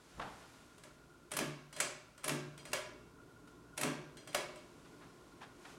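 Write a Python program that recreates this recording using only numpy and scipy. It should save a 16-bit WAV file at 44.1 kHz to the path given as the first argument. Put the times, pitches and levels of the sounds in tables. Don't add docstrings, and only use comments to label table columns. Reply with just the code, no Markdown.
import sys
import numpy as np
from scipy import signal
from scipy.fft import irfft
from scipy.io import wavfile

SR = 44100
rng = np.random.default_rng(int(sys.argv[2]) if len(sys.argv) > 2 else 0)


def persist_wave(psi):
    counts = np.round(np.clip(psi, -1, 1) * 32767).astype(np.int16)
    wavfile.write(sys.argv[1], SR, np.atleast_2d(counts).T)


N = 254898

# (frequency [Hz], width [Hz], relative level [dB])
CASING_RESONANCES = [(145, 34, -5), (171, 16, -4.5), (263, 31, -1.5), (293, 12, -3), (352.4, 21, -0.5),
                     (427, 42, -3), (600, 190, -6), (1040, 100, -5)]
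# (frequency [Hz], relative level [dB])
MAINS_HARMONICS = [(60, -4), (120, 1), (240, -1.5), (360, -14)]
# (drone level [dB], hum level [dB])
MOTOR_SETTINGS = [(-66.5, -75), (-76, -76), (-62, -68.5), (-60.5, -74.5)]
# (frequency [Hz], relative level [dB])
AIR_SPECTRUM = [(15, -32), (25, -9), (42, 1.5), (60, 3.5), (80, -2.5), (130, -0.5), (400, -6), (800, -14.5),
                (1200, -13.5), (1800, -26), (9000, -26), (14800, -33), (16000, -34)]
CLOTH_SPECTRUM = [(100, -28), (600, -1.5), (1500, -4), (3000, -7.5), (7000, -11), (11000, -17),
                  (16000, -36)]
KNOCK_SPECTRUM = [(15, -18), (45, -10), (90, -7.5), (170, 3), (400, -3), (800, 4), (1400, 0.5),
                  (2400, -9.5), (3600, -13.5), (5000, -23), (10000, -36), (16000, -61)]
CLICK_SPECTRUM = [(60, -16.5), (150, -9), (350, -6.5), (470, -8), (600, 2), (820, -3), (1200, 1),
                  (1600, -1), (2250, -0.5), (3200, -5.5), (4800, -10), (9500, -9), (12500, -19.5),
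                  (16000, -26)]
# (peak time [s], level [dB], rise [s], fall [s])
ARM_MOVEMENTS = [(.28, -62, 0.21, .36), (4.75, -68.5, 0.39, .9), (5.72, -61, 0.094, 0.045)]
# (frequency [Hz], T60 [s])
REVERBERATION = [(100, 0.61), (600, 0.63), (2000, 0.56), (5000, 0.59), (9000, 0.35), (14000, 0.28)]
# (time [s], level [dB], contact time [s], tilt [dB/octave])
BUMPS = [(0.113, -62, 0.056, -18), (0.17, -50, 0.012, -9), (0.1944, -38.5, 0.0047, -0.9),
         (0.21, -47, 0.0095, 2.5), (0.401, -61, 0.02, 0), (3.471, -65, 0.0075, 9.5),
         (4.844, -63.5, 0.015, 5.5), (4.999, -59.5, 0.028, 1.5), (5.403, -52.5, 0.022, 3),
         (5.647, -51.5, 0.0078, 3)]
# (frequency [Hz], level [dB], T60 [s])
PAWL_MODES = [(2240, -12, .4), (2800, -15, .4), (3220, -2.5, 0.29), (4160, -4.5, 0.26), (4860, -5.5, 0.4),
              (5930, -6, 0.31), (6800, -12, 0.28), (8230, -4, 0.23), (8300, -14, 0.24)]
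COVER_MODES = [(368.7, -7, 0.92), (411, -8.5, 0.59), (525, -5, 0.51), (572, -3, 0.53), (609.6, 0.5, 0.61),
               (649, -4.5, 0.3), (991, -9, 0.72), (1230, -29, 0.25), (1684, -5.5, 0.49), (1960, -33, 0.49),
               (2235, -10, 0.72), (2720, -17.5, 0.88)]
BODY_MODES = [(145.5, 0.5, 0.85), (169.6, -0.5, 0.32), (207.5, -9.5, 0.61), (226.3, -3, 0.41),
              (255, 3.5, 0.52), (296.4, 2, 0.43), (310.4, 0.5, 0.39), (352, -1, 0.47), (363.7, -0.5, 0.45),
              (423.3, 3, 0.37), (742, -6, 0.33), (890, -9, 0.4), (933, -20, 0.34), (1088, -17, 0.97),
              (1157, -9.5, 0.68), (1180, -39, 0.53), (1594, -11.5, 0.68)]
# (time [s], level [dB], pawl gain [dB])
RATCHET_TICKS = [(0.7795, -59, -22), (.835, -51.5, -34), (1.335, -42.5, -24), (1.726, -49.5, -15),
                 (1.763, -43.5, -19.5), (2.177, -54.5, -22), (2.5762, -52, -14.5), (2.652, -47, -19),
                 (4.169, -52.5, -14), (4.273, -48, -18), (4.557, -54.5, -20)]
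# (room gain [dB], cover gain [dB], body gain [dB])
TICK_TIMBRE = (-7.5, -14.5, -15.5)
# (time [s], level [dB], ping [Hz], ping gain [dB], cover gain [dB], body gain [dB])
SPRING_SNAPS = [(1.8007, -26, 7800, 6.5, -22, -30), (2.7304, -29, 2200, -16, -14.5, -50),
                (4.3450, -28, 615, -5, -14.5, -30)]
# (catch time [s], catch level [dB], contact level [dB], stop level [dB],
# catch to contact [s], catch to stop [s])
CHAIN_PULLS = [(1.3149, -39, -33.5, -32, .0507, 0.073), (2.2405, -36, -33.5, -33, 0.037, .0520),
               (3.7755, -36.5, -35, -30.5, .0348, .0560)]
# (room gain [dB], cover gain [dB], body gain [dB], pawl gain [dB], ping [Hz], ping gain [dB])
CATCH_TIMBRE = (-7.5, -13, -13.5, -25.5, 9500, 7)
CONTACT_TIMBRE = (-9.5, -23.5, -16, -27, 11500, 8.5)
STOP_TIMBRE = (-8.5, -15.5, -8.5, -31, 6002, -12.5)
REBOUND_TIMBRE = (-10.5, -20, -11, -42, 280, 26)


def amp(db):
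    return 10 ** (np.asarray(db) / 20)


def unit_rms(x):
    return x / np.sqrt(np.mean(x ** 2) + 1e-20)


def curve_at(points, hz):
    f, value = np.transpose(points)
    return np.interp(np.log(hz + 1), np.log(f + 1), value)


def add(mix, start_s, sound):
    part = mix[max(round(start_s * SR), 0):][:len(sound)]
    part += sound[:len(part)]


def noise(gain, size):
    return unit_rms(irfft(gain * np.exp(2j * np.pi * rng.random(len(gain))), size))


def waver(hz):
    return noise(np.exp(-(np.fft.rfftfreq(N, 1 / SR) / hz) ** 2), N)


def motor_levels(settle_s=0.091):
    t = np.arange(N) / SR
    levels = np.array(MOTOR_SETTINGS[0])[:, None]
    for (s, *_, to_contact, _), step in zip(CHAIN_PULLS, np.diff(MOTOR_SETTINGS, axis=0)):
        since_flip = np.maximum(t - s - to_contact, 0)
        levels = levels + step[:, None] * (1 - np.exp(-since_flip / settle_s))
    return levels


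def motor(waver_db=2.5):
    hz, t = np.fft.rfftfreq(N, 1 / SR), np.arange(N) / SR
    drone_db, hum_db = motor_levels()
    power = sum(amp(db) ** 2 / width / (1 + ((hz - f) / width) ** 2) ** 2
                for f, width, db in CASING_RESONANCES)
    drone = noise(np.sqrt(power), N)
    hum = unit_rms(sum(amp(db) * np.sin(2 * np.pi * (f * t + rng.random())) for f, db in MAINS_HARMONICS))
    return drone * amp(drone_db) + hum * amp(hum_db + waver_db * waver(hz=14))


def whine(centre_hz=1410, width_hz=57, level_db=-72, flutter_db=3.0):
    hz = np.fft.rfftfreq(N, 1 / SR)
    tone = noise(1 / (1 + ((hz - centre_hz) / width_hz) ** 2), N)
    return tone * amp(level_db + flutter_db * waver(hz=35))


def air(level_db=-67.5):
    return amp(level_db) * noise(amp(curve_at(AIR_SPECTRUM, np.fft.rfftfreq(N, 1 / SR))), N)


def rustle(rest_db=-72, grain_db=0.26):
    hz, t = np.fft.rfftfreq(N, 1 / SR), np.arange(N) / SR
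    power = amp(rest_db) ** 2
    for s, db, rise, fall in ARM_MOVEMENTS:
        power += amp(db) ** 2 * np.exp(-((t - s) / np.where(t < s, rise, fall)) ** 2)
    grain = amp(grain_db * waver(hz=60))
    return np.sqrt(power) * grain * noise(amp(curve_at(CLOTH_SPECTRUM, hz)), N)


def impact(spectrum, contact_s, room_db, build_s, bass_hz=250):
    hz, t = np.fft.rfftfreq(SR, 1 / SR), np.arange(SR) / SR
    progress = t / contact_s
    bass_cut = hz / (hz + bass_hz)
    direct = noise(spectrum * bass_cut, SR) * progress ** 2 * np.exp(2 * (1 - progress))
    band_hz, frame_s, bands = signal.stft(noise(spectrum, SR), SR, nperseg=512)
    decay = amp(-60 * frame_s / curve_at(REVERBERATION, band_hz)[:, None])
    tail = signal.istft(bands * decay, SR, nperseg=512)[1][:SR]
    build_up = 1 - np.exp(-(t / (contact_s + build_s)) ** 2)
    return direct + amp(room_db) * tail * build_up


def knocks():
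    hz, out = np.fft.rfftfreq(SR, 1 / SR), np.zeros(N)
    octaves = np.log2(np.maximum(hz, 50) / 1000)
    for s, db, contact_s, tilt in BUMPS:
        spectrum = amp(curve_at(KNOCK_SPECTRUM, hz) + tilt * octaves)
        add(out, s, amp(db) * impact(spectrum, contact_s, room_db=-4.5, build_s=0.0053))
    return out


def ripple(width_hz):
    lag = np.arange(SR // 2 + 1) / SR
    return noise(np.exp(-(lag * width_hz) ** 2), SR)[:len(lag)]


def ring(modes, swell_s, spread_hz, beat_gain, neighbours):
    t, out = np.arange(SR) / SR, np.zeros(SR)
    for hz, db, t60 in modes:
        lines = np.zeros(SR // 2 + 1, complex)
        near_hz = np.round(hz + spread_hz * rng.uniform(-1, 1, neighbours)).astype(int)
        lines[near_hz] = beat_gain / np.sqrt(neighbours) * np.exp(2j * np.pi * rng.random(neighbours))
        lines[round(hz)] = np.exp(2j * np.pi * rng.random())
        partials = irfft(lines, SR) * SR / 2
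        out += amp(db) * partials * amp(-60 * t / t60)
    return out * (1 - np.exp(-t / swell_s))


def click(contact_s, room_db, cover_db, body_db, pawl_db, ping_hz, ping_db, ripple_db=2.5):
    hz = np.fft.rfftfreq(SR, 1 / SR)
    crowding = hz / (hz + 1200)
    spectrum = amp(curve_at(CLICK_SPECTRUM, hz) + ripple_db * crowding * ripple(width_hz=140))
    ping_width_hz = 120 + ping_hz / 8.1
    ping = 1 + amp(ping_db) / (1 + ((hz - ping_hz) / ping_width_hz) ** 2)
    hit = impact(spectrum * ping, contact_s, room_db, build_s=0.001)
    pawl = ring(PAWL_MODES, swell_s=0.01, spread_hz=120, beat_gain=3.7, neighbours=6)
    cover = ring(COVER_MODES, swell_s=0.0078, spread_hz=22.1, beat_gain=0.77, neighbours=2)
    body = ring(BODY_MODES, swell_s=0.035, spread_hz=11.8, beat_gain=0.4, neighbours=1)
    return hit + amp(pawl_db) * pawl + amp(cover_db) * cover + amp(body_db) * body


def tick(pawl_db):
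    return click(0.003, *TICK_TIMBRE, pawl_db, ping_hz=8200, ping_db=-5)


def ratchet(slip_lead_s=0.016, slip_db=-24, snap_s=0.0036, room_db=-9.5, snap_pawl_db=-26.5):
    out = np.zeros(N)
    for s, db, pawl_db in RATCHET_TICKS:
        add(out, s, amp(db) * tick(pawl_db))
    for s, db, ping_hz, ping_db, cover_db, body_db in SPRING_SNAPS:
        add(out, s - slip_lead_s, amp(db + slip_db) * tick(pawl_db=-19))
        add(out, s, amp(db) * click(snap_s, room_db, cover_db, body_db, snap_pawl_db, ping_hz, ping_db))
    return out


def pulls(taut_lead_s=0.0075, taut_db=-18.5, rebound_gap_s=0.02):
    out = np.zeros(N)
    for s, catch_db, contact_db, stop_db, to_contact, to_stop in CHAIN_PULLS:
        add(out, s - taut_lead_s, amp(catch_db + taut_db) * tick(pawl_db=-25))
        add(out, s, amp(catch_db) * click(0.004, *CATCH_TIMBRE))
        add(out, s + to_contact, amp(contact_db) * click(0.0044, *CONTACT_TIMBRE))
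        add(out, s + to_stop, amp(stop_db) * click(0.0028, *STOP_TIMBRE))
        for bounce, loss_db in enumerate((10, 12), start=1):
            rebound = amp(stop_db - loss_db) * click(0.004, *REBOUND_TIMBRE)
            add(out, s + to_stop + bounce * rebound_gap_s, rebound)
    return out


def scene():
    return (motor() + whine() + air() + rustle() + knocks() + ratchet() + pulls())[None]


def record(dry, cutoff_hz=16100):
    low_pass = signal.firwin(401, cutoff_hz, window=("kaiser", 8), fs=SR)
    return signal.oaconvolve(dry, low_pass[None], "same")


dry = scene()
out = record(dry)
persist_wave(out)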